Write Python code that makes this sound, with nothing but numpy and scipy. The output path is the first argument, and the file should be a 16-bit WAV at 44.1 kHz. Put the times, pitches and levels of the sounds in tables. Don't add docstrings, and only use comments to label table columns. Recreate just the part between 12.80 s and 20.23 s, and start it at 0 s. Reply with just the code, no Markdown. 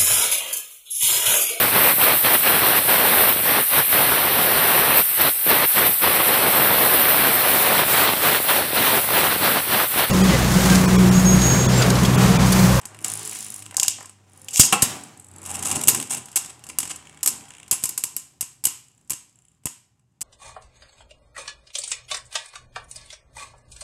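import sys
import numpy as np
from scipy import signal
from scipy.fft import rfft, irfft
from scipy.io import wavfile
from scipy.ndimage import uniform_filter1d

SR = 44100
rng = np.random.default_rng(int(sys.argv[2]) if len(sys.argv) > 2 else 0)


def transcribe(u):
    v = np.clip(np.atleast_2d(u).T, -1, 1)
    q = np.round(v * 32767).astype(np.int16)
    wavfile.write(sys.argv[1], SR, q)


def attenuation_scalar(level_db):
    decades = np.asarray(level_db, float) / 20
    return 10 ** decades


N = 327646

# (time [s], peak level [dB], bowl thump [dB], contact length [ms])
BLOWS = [(2.0216, -2.5, -35.5, 9), (3.0734, -8, -18, 2.8), (3.0822, 3, -38, 9), (3.5583, -8.5, -40, 13),
         (3.9863, -5, -49, 2.8), (4.43, -10, -33.5, 7.3), (4.4602, -6.5, -35, 3.6), (4.474, -5.5, -44, 9.7),
         (4.9117, -5.5, -32, 6), (5.0379, -6.5, -25, 5.3), (5.0551, -11, -72, 5.2), (5.0915, -16, -41, 4.1),
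         (5.1767, -11.5, -51, 5.8), (5.238, -8, -33.5, 3.1), (5.3649, -11.5, -32, 3),
         (5.6089, -12.5, -29, 7.3), (5.839, -18, -24, 6), (5.8534, -3, -34, 2.8), (6.297, -23, -37, 4),
         (6.3045, -9.5, -28, 4.4), (6.856, -11, -13.5, 3.8), (7.4084, -27.5, -45, 2.7)]
# (time [s],
# peak level [dB], bowl thump [dB], body [dB], contact length [ms])
SLAMS = [(0.0542, -24, -17, -16, 3.5), (0.2452, -9.5, -41, -15.5, 3.2), (1.7962, 7, -11.5, -50, 4.1),
         (1.8331, -11, -31, -12, 6), (1.925, -3.5, -33, -5, 13), (2.027, -14, -1.5, -12, 3),
         (3.1471, -11, -22.5, -9.5, 5.1), (3.2004, -13.5, -24, -10, 1.2), (4.0032, -14, -29, -19, 2.9),
         (4.9249, -13.5, -18.5, -13.5, 14.2), (7.414, -16.5, -27.5, -19.5, 6.7)]
# (frequency [Hz], level [dB], time to fall 60 dB [s])
RESONANCES = [(516, 2, .06), (800, 2, .06), (1035, 1, .06), (1250, -1, .06), (2350, -6, .03),
              (2800, -1, .015), (3300, -8, .03), (4920, -6, .02), (5500, -6, .02), (6500, -6, .02),
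              (7150, -4, .015), (7700, -2, .015), (8200, -4, .015), (9350, -4, .02), (10400, -6, .02),
              (11880, -4, .04)]
# (frequency [Hz], density [dB per Hz])
PLASTIC = [(180, -54), (300, -7.5), (526, -24), (1020, -12), (1840, -13), (2790, -9), (3570, -13),
           (4070, -13), (4490, -12.5), (6790, -5), (8010, 2), (9140, -4.5), (11700, -2.5), (15500, -23.5)]
# (frequency [Hz], density [dB per Hz])
LAUNCHER = [(240, -53), (400, -35.5), (605, -30), (821, -26), (928, -37.5), (2030, -20.5), (2880, -9.5),
            (4100, -18), (5230, -12), (7550, -6), (10100, -14.5), (11600, -2), (15500, -21.5)]


def colour(table, hz):
    f, db = np.transpose(table)
    return attenuation_scalar(np.interp(np.log(hz + 1), np.log(f), db))


def causal(gain):
    cepstrum = irfft(np.log(gain + 1e-6))
    half = len(cepstrum) // 2
    cepstrum[1:half] *= 2
    cepstrum[half + 1:] = 0
    return np.exp(rfft(cepstrum))


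def resonate(hz, db):
    f, base_db, t60 = np.array(RESONANCES).T[:, :, None]
    width = np.log(1000) / (np.pi * t60)
    return 1 + np.sum(attenuation_scalar(base_db + db[:, None]) / (1 + 2j * (hz - f) / width), axis=0)


def unit(x):
    return x / np.sqrt(np.mean(x ** 2))


def walk(rate):
    hold = int(SR / rate)
    levels = np.repeat(rng.standard_normal(N // hold + 1), hold)
    return unit(uniform_filter1d(levels, hold)[:N])


def part(x, table, lo_hz, hi_hz):
    hz = np.fft.rfftfreq(len(x), 1 / SR) + 1
    edges = 1 / np.sqrt((1 + (lo_hz / hz) ** 6) * (1 + (hz / hi_hz) ** 6))
    return unit(irfft(rfft(x) * edges * colour(table, hz), len(x)))


def contacts(rows, body, scatter_db, rub=False, alike=0., stutter_db=0.):
    # (frequency [Hz], level [dB], time to fall 60 dB [s])
    thump_modes = [(105, 9.5, 0.011), (220, 2.5, 0.013), (540, -16, 0.029)]
    size = 4096
    out = np.zeros((2, N + size))
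    t = np.arange(size) / SR
    hz = np.fft.rfftfreq(size, 1 / SR)
    noise = rng.standard_normal((len(rows), size))
    strike = rng.standard_normal((len(rows), len(RESONANCES)))
    noise = alike * noise[0] + np.sqrt(1 - alike ** 2) * noise
    step = int(3 * SR / 1000)
    grip = rng.standard_normal((len(rows), size // step + 1))
    stutter = attenuation_scalar(stutter_db * np.repeat(grip, step, axis=1)[:, :size])
    noise = noise * uniform_filter1d(stutter, step // 2)
    thump = sum(attenuation_scalar(db) * np.sin(2 * np.pi * f * t) * 1000 ** (-t / t60) for f, db, t60 in thump_modes) / 2
    for (s, db, thump_db, body_db, sheen_db, ms), chatter, luck in zip(rows, noise, strike):
        length = max(ms, .5) / 1000
        if rub:
            swell = np.sin(np.pi * np.minimum(t / length, 1))
        else:
            swell = np.minimum(t / 0.00017, 1) * np.exp(-(0.99 * t / length) ** 1.1)
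        push = rfft(chatter * swell)
        tilt = colour([(3000, body_db + 14.5), (4800, 0.013), (9500, 0.013), (11500, sheen_db - 0.5)], hz)
        shape = causal(colour(body, hz) * tilt) * resonate(hz, scatter_db * luck)
        crack = irfft(push * shape)
        spread = irfft(push * shape if rub and ms > 9 else shape)
        both = np.array([crack, unit(spread) * np.std(crack)]) / np.abs(crack).max()
        i = int((s - rub * length / 2) * SR)
        boom = attenuation_scalar(thump_db + 6.0) * thump * [[1], [.4]]
        out[:, i:i + size] += attenuation_scalar(db) * (attenuation_scalar(2.5) * both + boom)
    return out[:, :N]


def ticks(rows, body):
    ms = 4.6
    rows = [(s + ms / 2000, db - 5.0, -45, -17, -6, ms) for s, db in rows]
    return contacts(rows, body, 1.5, rub=True, alike=.65)


def hiss():
    # (frequency [Hz], density [dB per Hz])
    house = [(15, -47.5), (25, -19.5), (60, -2.5), (81, 7.5), (125, 12.5), (501, -23.5), (4150, -47.5),
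             (7890, -33.5), (15000, -48)]
    return attenuation_scalar(-66.5) * part(rng.standard_normal(N), house, 20, 20000)


def skid(t, db, fade_s):
    hits = SLAMS + BLOWS
    return 1 + sum(attenuation_scalar(db + hit[1]) * (t > hit[0]) * np.exp(-np.abs(t - hit[0]) / fade_s) for hit in hits)


def scraping(t, turn, press, slip, heavy):
    # (frequency [Hz], density [dB per Hz])
    scrape_colour = [(35, -22.5), (60, -23), (91, 2), (132, -1), (210, 2), (394, -4), (433, -3.5),
                     (486, -9.5), (756, -1), (1870, -8), (2840, -14), (4420, -21.5), (5500, -20.5),
                     (7720, -17.5), (9510, -23), (15500, -33.5)]
    grains = rng.standard_normal(N) * attenuation_scalar(3.8 * np.minimum(rng.exponential(size=N), 4))
    grains = grains * attenuation_scalar(1.0 * np.cos(turn) + 1.3 * walk(60))
    spots = -8 + 6 * rng.standard_normal((3, len(RESONANCES)))
    hz = np.fft.rfftfreq(N, 1 / SR)
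    grit = 0
    for shift, db in zip((.95, 1, 1.06), spots):
        visit = rfft(grains * attenuation_scalar(1.2 * walk(12)))
        grit = grit + irfft(visit * resonate(hz * shift, db), N)
    thud = rng.standard_normal(N) * attenuation_scalar(2.5 * walk(25))
    scrape = press * skid(t, 28, 0.02) * slip * part(grit, scrape_colour, 4200, 20000)
    drum = press * skid(t, 5.5, 0.089) * part(grit, scrape_colour, 410, 6300)
    rumble = press * skid(t, 6.5, 0.12) * heavy * attenuation_scalar(1.5) * part(thud, scrape_colour, 50, 470)
    return scrape + drum + rumble


def humming(t, turn, hum_db, press):
    # (multiple of the hum [1], level [dB])
    overtones = [(.5, -13.5), (1.5, -6), (2, -4), (2.5, -15.5), (3, -9), (4, -12.5)]
    # (multiple of the hum [1], middle time [s], length [s], level [dB])
    swells = [(.5, .5, 0.74, -51), (3, 0.21, 0.1, -54), (1.5, 0.39, 0.21, -45.5), (2, .62, 0.5, -48.5),
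              (3, 0.49, .2, -50), (4, 0.46, 0.19, -46), (3, 0.88, 0.6, -57), (3.5, .42, 0.23, -48),
              (4, 1.12, .35, -57), (2, 1.2, 0.38, -63), (2.5, 2.66, .25, -64), (2.5, 2.8, .25, -55.5),
              (2, 4, .3, -55), (2.5, 3.2, 0.23, -41.5), (2, 2.75, 0.4, -46.5), (5.5, 1.64, .2, -55.5),
              (3, 3.33, 0.16, -41)]
    over = sum(attenuation_scalar(db + 4.1 * walk(3.8)) * np.sin(k * turn + 0.39 * walk(25.0)) for k, db in overtones)
    hum = attenuation_scalar(hum_db + 2.5 * walk(14)) * np.sin(turn + .6 * walk(14))
    hum = hum + attenuation_scalar(-58 + .5 * (20 * np.log10(press) + 51.5)) * over
    for k, s, length, db in swells:
        swell = attenuation_scalar(db) * np.cos(np.pi * np.clip((t - s) / length, -.5, .5))
        hum = hum + swell * np.sin(round(2 * k) / 2 * turn + .4 * walk(18))
    return hum


def rolling():
    # (time [s], pressure [dB], slip [dB], rumble [dB])
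    travel = [(0, -49, -16, -6.5), (.2, -49.5, -19, -3), (0.302, -40, 3.5, -13), (.6, -48, 15, -7),
              (.88, -55, 1, -4), (1.21, -55.5, -10.5, 4.5), (1.35, -65.5, -5, 0.5), (1.7, -55, -1, -1.5),
              (2.101, -42, 4, -5.5), (2.471, -58.5, -9.5, 1), (2.68, -42, -15.5, -3.5),
              (2.95, -32, -1.5, 2), (3.27, -58.5, -7, 6), (3.339, -41, -3, -3), (3.43, -53, -6, -3),
              (4.7, -54, -9, -4), (5.45, -70, 4.5, 3.5), (7.43, -80, -3, 2)]
    # (time [s], frequency [Hz], level [dB])
    spin = [(0, 101.8, -50), (.35, 107.6, -40), (0.551, 105, -45.5), (.9, 101.3, -44), (1.35, 100, -53),
            (1.651, 94.64, -44.5), (1.8, 95.76, -66), (2.301, 95.3, -51), (2.75, 90.24, -35.5),
            (3.0, 89.3, -34.5), (3.2, 88.16, -57), (3.6, 82.56, -51.5), (3.999, 80.24, -52),
            (4.8, 72.36, -52), (5.5, 68.4, -67), (6.201, 62.6, -64), (6.701, 61.6, -65), (7.43, 57.7, -99)]
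    t = np.arange(N) / SR
    s, press_db, slip_db, rumble_db = np.transpose(travel)
    press = attenuation_scalar(np.interp(t, s, press_db))
    slip = attenuation_scalar(np.interp(t, s, slip_db))
    heavy = attenuation_scalar(np.interp(t, s, rumble_db))
    s, hz, hum_db = np.transpose(spin)
    turn = 2 * np.pi * np.cumsum(np.interp(t, s, hz)) / SR
    return scraping(t, turn, press, slip, heavy) + humming(t, turn, np.interp(t, s, hum_db), press)


def fumbles():
    # (time [s], peak level [dB], body [dB], contact length [ms])
    handling = [(0.014, -37, -17, 4.9), (0.032, -42.5, -4, 5.1), (0.146, -36, -3, 3.1),
                (0.1895, -30.5, -5, 1.1), (.524, -31, 10, 3), (0.556, -28, -5, 2.6), (.666, -30, -8, 3.5),
                (.857, -34, -25, 4), (0.823, -29, -12, 4.1), (0.863, -26.5, -8, 1.2),
                (0.9104, -27.5, -7, 2.4), (1.1067, -17, -31, 0.93), (1.2063, -30, -6.5, 3),
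                (1.228, -30.5, -9, 2.2), (1.257, -30.5, -17, 3.3), (1.295, -32, -12.5, 3),
                (1.707, -27.5, -35, 13)]
    return contacts([(s, db, -30.5, body_db, -7, ms) for s, db, body_db, ms in handling], PLASTIC, 1.1)


def slams():
    return contacts([(*row[:4], -5, row[4]) for row in SLAMS], PLASTIC, 2.1)


def loose_ticks():
    # (time [s], peak level [dB])
    knock_times = [(0.1665, -37), (0.2055, -33), (0.2135, -32), (0.2235, -30.5), (0.2405, -21),
                   (0.2604, -20), (0.2803, -11.5), (0.2988, -13.5), (0.317, -14), (0.3358, -10),
                   (0.353, -17.5), (0.3727, -14.5), (0.392, -17.5), (0.4104, -23.5), (0.4294, -23),
                   (0.4494, -17), (0.4561, -17), (0.4738, -15), (0.4933, -14.5), (0.5113, -18),
                   (0.529, -18.5), (0.5487, -19.5), (0.556, -21.5), (0.5665, -24.5), (0.5871, -19),
                   (0.605, -17), (0.6253, -18), (0.6444, -18), (0.663, -24), (0.682, -25), (0.7014, -17.5),
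                   (0.7205, -22.5), (0.7403, -18.5), (0.76, -18.5), (0.7801, -27.5), (0.791, -24.5),
                   (0.8001, -29), (1.496, -44), (1.5179, -45), (1.5319, -38), (1.5604, -45), (1.5734, -34),
                   (1.594, -37.5), (1.6154, -31.5), (1.644, -30)]
    # (frequency [Hz], density [dB per Hz])
    tick_colour = [(600, -40), (2700, -24), (4200, -32), (5700, -17), (7700, -10), (8700, -9), (9600, 0),
                   (10600, -7), (13000, -12), (15500, -22)]
    return ticks(knock_times, tick_colour)


def handle():
    # (time [s], peak level [dB], length [ms])
    handle_knocks = [(0.922, -38.5, 9.3), (0.942, -33, 6.6), (0.976, -29, 9.7), (1, -34, 8.9),
                     (1.021, -29.5, 9.7), (1.044, -33.5, 10), (1.064, -47, 9.4), (1.182, -39, 8),
                     (1.206, -36, 8.8), (1.226, -43, 10.3), (1.245, -41, 4.8)]
    # (frequency [Hz], density [dB per Hz])
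    hollow = [(300, -23.5), (650, -5), (900, -3.5), (1400, -8), (2000, -6.5), (6000, -45)]
    rows = [(s + ms / 2000, db, -60, -15, -4, ms) for s, db, ms in handle_knocks]
    return contacts(rows, hollow, 1.8, rub=True)


def cord():
    # (middle time [s], peak level [dB], body [dB], length [ms])
    pulls = [
        (.945, -28, -15.5, 5.1),
        (1.06, -21.5, -20, 5.8),
        (1.746, -19, -21, 37),
        (1.760, -9.5, -17.5, 3.3),
        (1.777, -10.5, -20.5, 26.5),
        (1.809, -2, -21.5, 38),
        (1.853, -10, -27.5, 44),
    ]
    rows = [(s, db, -60, body_db, -11, ms) for s, db, body_db, ms in pulls]
    return contacts(rows, LAUNCHER, 0.38, rub=True)


def latch():
    # (time [s], peak level [dB], body [dB], contact length [ms])
    snaps = [
        (0.9678, -5.5, -29, 2),
        (0.998, -4.5, -22.5, 2.6),
        (1.0308, -4.5, -18, 3.8),
        (1.081, -3, -18.5, 2.4),
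        (1.6841, -22, -10, 5.4),
    ]
    return contacts([(s, db, -34.5, body_db, -11.5, ms) for s, db, body_db, ms in snaps], LAUNCHER, 1.5)


def gears():
    # (time [s], tooth rate [Hz], level [dB])
    run_up = [
        (1.701, 196.7, -66.5),
        (1.746, 561, -52),
        (1.773, 977, -44.5),
        (1.791, 1260, -41.5),
        (1.8, 1280, -51),
    ]
    t = np.arange(N) / SR
    s, hz, db = np.transpose(run_up)
    phase = 2 * np.pi * np.cumsum(np.interp(t, s, hz)) / SR + .4 * walk(400)
    teeth = np.sin(phase) + 0.36 * np.sin(2 * phase) + 0.81 * np.sin(3 * phase)
    return attenuation_scalar(np.interp(t, s, db, left=-200, right=-200)) * teeth


def landing():
    # (frequency [Hz], level [dB])
    drum_modes = [(194, -8.5), (517, -6.5), (813, 1), (1090, -1.5), (1300, -5.5), (2700, -8)]
    start_s, level_db, t60_s = 1.928, -8, 0.16
    t = np.arange(N) / SR
    fade = attenuation_scalar(level_db) * (t > start_s) * 1000 ** (-np.abs(t - start_s) / t60_s)
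    drum = sum(attenuation_scalar(db + 4.5 * walk(70)) * np.sin(2 * np.pi * f * t + 2.1 * walk(60)) for f, db in drum_modes)
    return fade * unit(drum)


def braked_ticks():
    # (time [s], peak level [dB])
    braked_times = [(2.0155, -24.5), (2.162, -29.5), (2.1879, -33.5), (2.2083, -31), (2.2353, -22),
                    (2.2574, -39), (2.2817, -42.5), (2.326, -50.5), (2.373, -33), (2.3965, -27),
                    (2.4211, -41), (2.4436, -32), (2.4659, -35), (2.4838, -35), (2.5126, -33),
                    (2.5359, -36), (2.5604, -29.5), (2.582, -27.5), (2.616, -29), (2.6289, -27.5)]
    # (frequency [Hz], density [dB per Hz])
    braked_colour = [(2700, -19.5), (4400, -22.5), (5600, -24), (7850, -1), (9600, -7.5), (11500, -7),
                     (13500, -18.5), (15500, -33)]
    return ticks(braked_times, braked_colour)


def blows():
    return contacts([(s, db, thump_db, -19, 1, ms) for s, db, thump_db, ms in BLOWS], PLASTIC, 2.1)


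def sings():
    # (time [s], peak level [dB], frequency [Hz])
    tones = [
        (2.023, -12, 10640),
        (3.082, -6, 12070),
        (5.854, -21.5, 2900),
        (4.912, -16, 12000),
        (4.929, -14.5, 10350),
        (5.851, -14.5, 11820),
    ]
    t = np.arange(N) / SR
    t60_s = 0.04
    out = 0
    for s, db, hz in tones:
        fade = (t > s) * 1000 ** (-np.abs(t - s) / t60_s)
        out = out + attenuation_scalar(db - 1) * fade * np.sin(2 * np.pi * hz * t)
    return out


def metal():
    # (frequency [Hz], level [dB], time to fall 60 dB [s])
    metal_modes = [(1000, -11.5, 0.3), (2420, -15, 0.15), (2900, -7, 0.15), (4020, -19.5, 0.28),
                   (5130, -10, .2), (6460, -4, 0.35), (6940, 1, .2), (7360, 1.5, 0.17), (8600, -8.5, 0.15),
                   (8400, -4.5, 0.24), (8800, -13, 0.14), (11500, -9, 0.15), (11600, -3.5, 0.11)]
    out = np.zeros(N + SR // 2)
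    t = np.arange(SR // 2) / SR
    f, base_db, t60 = np.array(metal_modes).T[:, :, None]
    luck = rng.standard_normal((len(BLOWS), 3, len(metal_modes), 1))
    for (s, db, *_), (a, b, c) in zip(BLOWS, luck):
        waver = 2.2 * np.sin(2 * np.pi * (31 + 6 * b) * t + 2 * c)
        waver = waver + .9 * np.sin(2 * np.pi * (75 + 15 * a) * t + 2 * b)
        tone = np.sin(2 * np.pi * f * (1 + 0.0025 * b) * t + waver + 2 * a)
        ring = attenuation_scalar(base_db + 4 * a) * tone * 1000 ** (-t / t60)
        i = int(s * SR)
        out[i:i + len(t)] += attenuation_scalar(db - 33) * ring.sum(axis=0)
    return out[:N]


def knocks():
    # (time [s], peak level [dB], body [dB])
    small_hits = [(3.457, -29, -27), (3.4848, -33.5, -9), (3.516, -35, -31), (3.5282, -34.5, -6),
                  (3.6197, -31, -20.5), (3.6463, -26.5, -14), (3.6596, -28, -18), (3.793, -42, -6),
                  (3.839, -30.5, -16), (3.8666, -31.5, -15), (3.889, -28, -18), (4.0303, -19.5, -10),
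                  (4.0533, -20.5, -11), (4.075, -25, -13), (4.1593, -28, -21), (4.688, -40, -24),
                  (4.797, -53, -23), (4.8795, -36, -11), (5.025, -31, -15), (7.195, -58.5, -9),
                  (6.2755, -49, -23), (5.03, -29, -17), (2.638, -35, -24), (5.627, -20.5, -14),
                  (5.8694, -15, -13.5), (6.318, -19.5, -12), (6.333, -21, -16), (6.869, -22, -8.5),
                  (6.836, -51, -10), (7.32, -70, -9), (4.408, -42, -4)]
    return contacts([(s, db, -19.5, body_db, -7, 3.9) for s, db, body_db in small_hits], PLASTIC, 1.1)


def scuffs():
    # (middle time [s], peak level [dB])
    scuff_times = [(2.6536, -28.5), (2.662, -22.5), (2.6674, -26), (2.675, -29), (2.6801, -42), (2.689, -29.5),
                   (2.6947, -23), (2.6992, -28), (2.7056, -21.5), (2.7146, -20.5), (2.7247, -32), (2.7306, -32.5),
                   (2.739, -31.5), (2.7437, -23.5), (2.7504, -20.5), (2.7559, -16), (2.7687, -25.5),
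                   (2.781, -35.5), (2.7922, -21.5), (2.7958, -23.5), (2.8127, -35), (2.8276, -14.5),
                   (2.8358, -20.5), (2.851, -16.5), (2.8578, -14.5), (2.8666, -12.5), (2.8728, -13.5),
                   (2.885, -18), (2.8946, -19), (2.904, -17), (2.9153, -9.5), (2.9199, -17.5), (2.927, -17),
                   (2.933, -28.5), (2.9467, -36), (2.9536, -21.5), (2.959, -14), (2.967, -14), (2.9766, -27),
                   (2.9861, -33), (2.9941, -21.5), (3.0069, -32.5), (3.0149, -15.5), (3.0284, -26), (3.0385, -12),
                   (3.0545, -26),
                   (3.1627, -19.5), (3.1713, -25), (3.1758, -21), (3.185, -25), (3.1936, -51), (3.202, -18),
            (3.214, -22.5), (3.2278, -16), (3.2471, -42), (3.2606, -40), (3.2668, -41), (3.2738, -31),
            (3.2844, -69), (3.2999, -25), (3.3076, -15.5), (3.3124, -15.5), (3.321, -16), (3.3289, -16.5),
            (3.3363, -16.5), (3.3487, -16), (3.3587, -29.5), (3.3648, -43), (3.3702, -23), (3.3751, -21.5),
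            (3.3815, -24), (3.3929, -41)]
    # (frequency [Hz], density [dB per Hz])
    rim_colour = [(290, -43.5), (760, -10), (1900, -18), (2720, -9.5), (4440, -19), (7890, -2),
                  (10000, -5.5), (12300, -10.5), (15500, -31)]
    rows = [(s, db - 1.5, -40, -15, -2.5, 8.5) for s, db in scuff_times]
    return contacts(rows, rim_colour, 4.0, rub=True, stutter_db=1.5)


def rubs():
    # (middle time [s], peak level [dB], body [dB], length [ms])
    wall_rubs = [
        (3.573, -14.5, -10.5, 13.4),
        (3.701, -30.5, -13, 15.7),
        (3.900, -24, -10, 15),
        (4.109, -21.5, -10, 31),
    ]
    rows = [(s, db, -60, body_db, -11, ms) for s, db, body_db, ms in wall_rubs]
    return contacts(rows, PLASTIC, .7, rub=True, stutter_db=3.5)


def whine():
    start_s, end_s, hz, level_db = 4.1, 4.6, 2240, -64
    t = np.arange(N) / SR
    on = np.clip(np.minimum(t - start_s, end_s - t) / 0.14, 0, 1)
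    return attenuation_scalar(level_db + 2.9 * walk(30)) * on * np.sin(2 * np.pi * hz * t + 1.0 * walk(45))


def taps():
    # (time [s], peak level [dB])
    tap_times = [(4.2233, -37), (4.2408, -54), (4.2524, -38), (4.2697, -31.5), (4.2936, -32),
                 (4.3094, -42.5), (4.3261, -38), (4.3444, -41), (4.3725, -32), (4.3894, -43), (4.6074, -31),
                 (4.6374, -35), (4.6524, -34), (4.6823, -36), (4.7042, -27), (4.7174, -36), (4.7356, -31),
                 (4.7484, -31.5), (4.7671, -34.5), (4.7814, -30), (4.7985, -30.5), (4.8294, -30),
                 (4.8614, -41)]
    # (frequency [Hz], density [dB per Hz])
    tap_colour = [(600, -22), (1500, -6), (2250, 1), (2750, -1), (3300, 0), (4500, -21), (7700, -1),
                  (10000, -8), (15500, -32)]
    return ticks(tap_times, tap_colour)


def calm_ticks():
    # (time [s], peak level [dB])
    calm_times = [(6.0821, -40), (6.1144, -48), (6.1469, -51), (6.1769, -45), (6.2108, -49), (6.2457, -53),
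                  (6.4934, -46), (6.5254, -52.5), (6.5555, -43), (6.5869, -43), (6.6194, -45.5),
                  (6.6498, -41), (6.6822, -41), (6.7156, -49), (6.7471, -51), (6.7794, -66), (6.8144, -68)]
    # (frequency [Hz], density [dB per Hz])
    calm_colour = [(1000, -36), (2200, -17), (3050, -7), (4300, -30), (6300, -20), (7400, 0), (8900, -12),
                   (9900, -5), (15500, -33)]
    return ticks(calm_times, calm_colour)


def room(x):
    # (frequency [Hz], time to fall 60 dB [s])
    decay = [(100, 0.19), (400, 0.35), (1500, 0.39), (4000, 0.45), (8000, 0.3), (12000, 0.13),
             (15500, 0.09)]
    # (delay [s], level [dB])
    echoes = [(.0045, -12), (0.0119, -17), (.016, -15), (.028, -23)]
    t = np.arange(SR // 2) / SR
    f, t60 = np.transpose(decay)
    tail = 0
    for hz in 60 * 2 ** np.arange(0, 8.3, .5):
        band = part(rng.standard_normal(len(t)), [(1, 0), (2, 0)], hz / 2 ** .25, hz * 2 ** .25)
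        fade = 1000 ** (-t / np.interp(np.log(hz), np.log(f), t60))
        tail = tail + np.sqrt(hz / 8000) * band * fade
    answer = attenuation_scalar(-45.5) * tail * np.minimum(t / 0.03, 1) ** 2
    for s, db in echoes:
        smear = rng.standard_normal(len(t)) * (t >= s) * np.exp(-np.abs(t - s) / .0045)
        answer += attenuation_scalar(db) * smear / np.sqrt(np.sum(smear ** 2))
    return signal.fftconvolve(x, answer)[:N]


def scene():
    hands = fumbles() + handle() + cord() + latch() + gears()
    clashes = slams() + blows() + sings() + metal()
    touches = knocks() + scuffs() + rubs() + whine()
    turning = loose_ticks() + braked_ticks() + taps() + calm_ticks()
    bowl = attenuation_scalar(-4.5) * (rolling() + landing())
    near, far = hands + clashes + touches + turning + bowl
    return (near + room(far) + hiss())[None]


def band_limit(x):
    return signal.sosfilt(signal.butter(12, 16400, fs=SR, output="sos"), x)


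def record(dry):
    thin = signal.sosfilt(signal.butter(2, 75, "high", fs=SR, output="sos"), dry)
    flat = np.clip(thin, -.9, .9)
    mix = signal.sosfiltfilt(signal.butter(14, 15900, fs=SR, output="sos"), flat)
    return band_limit(mix)


dry = scene()
out = record(dry)
transcribe(out)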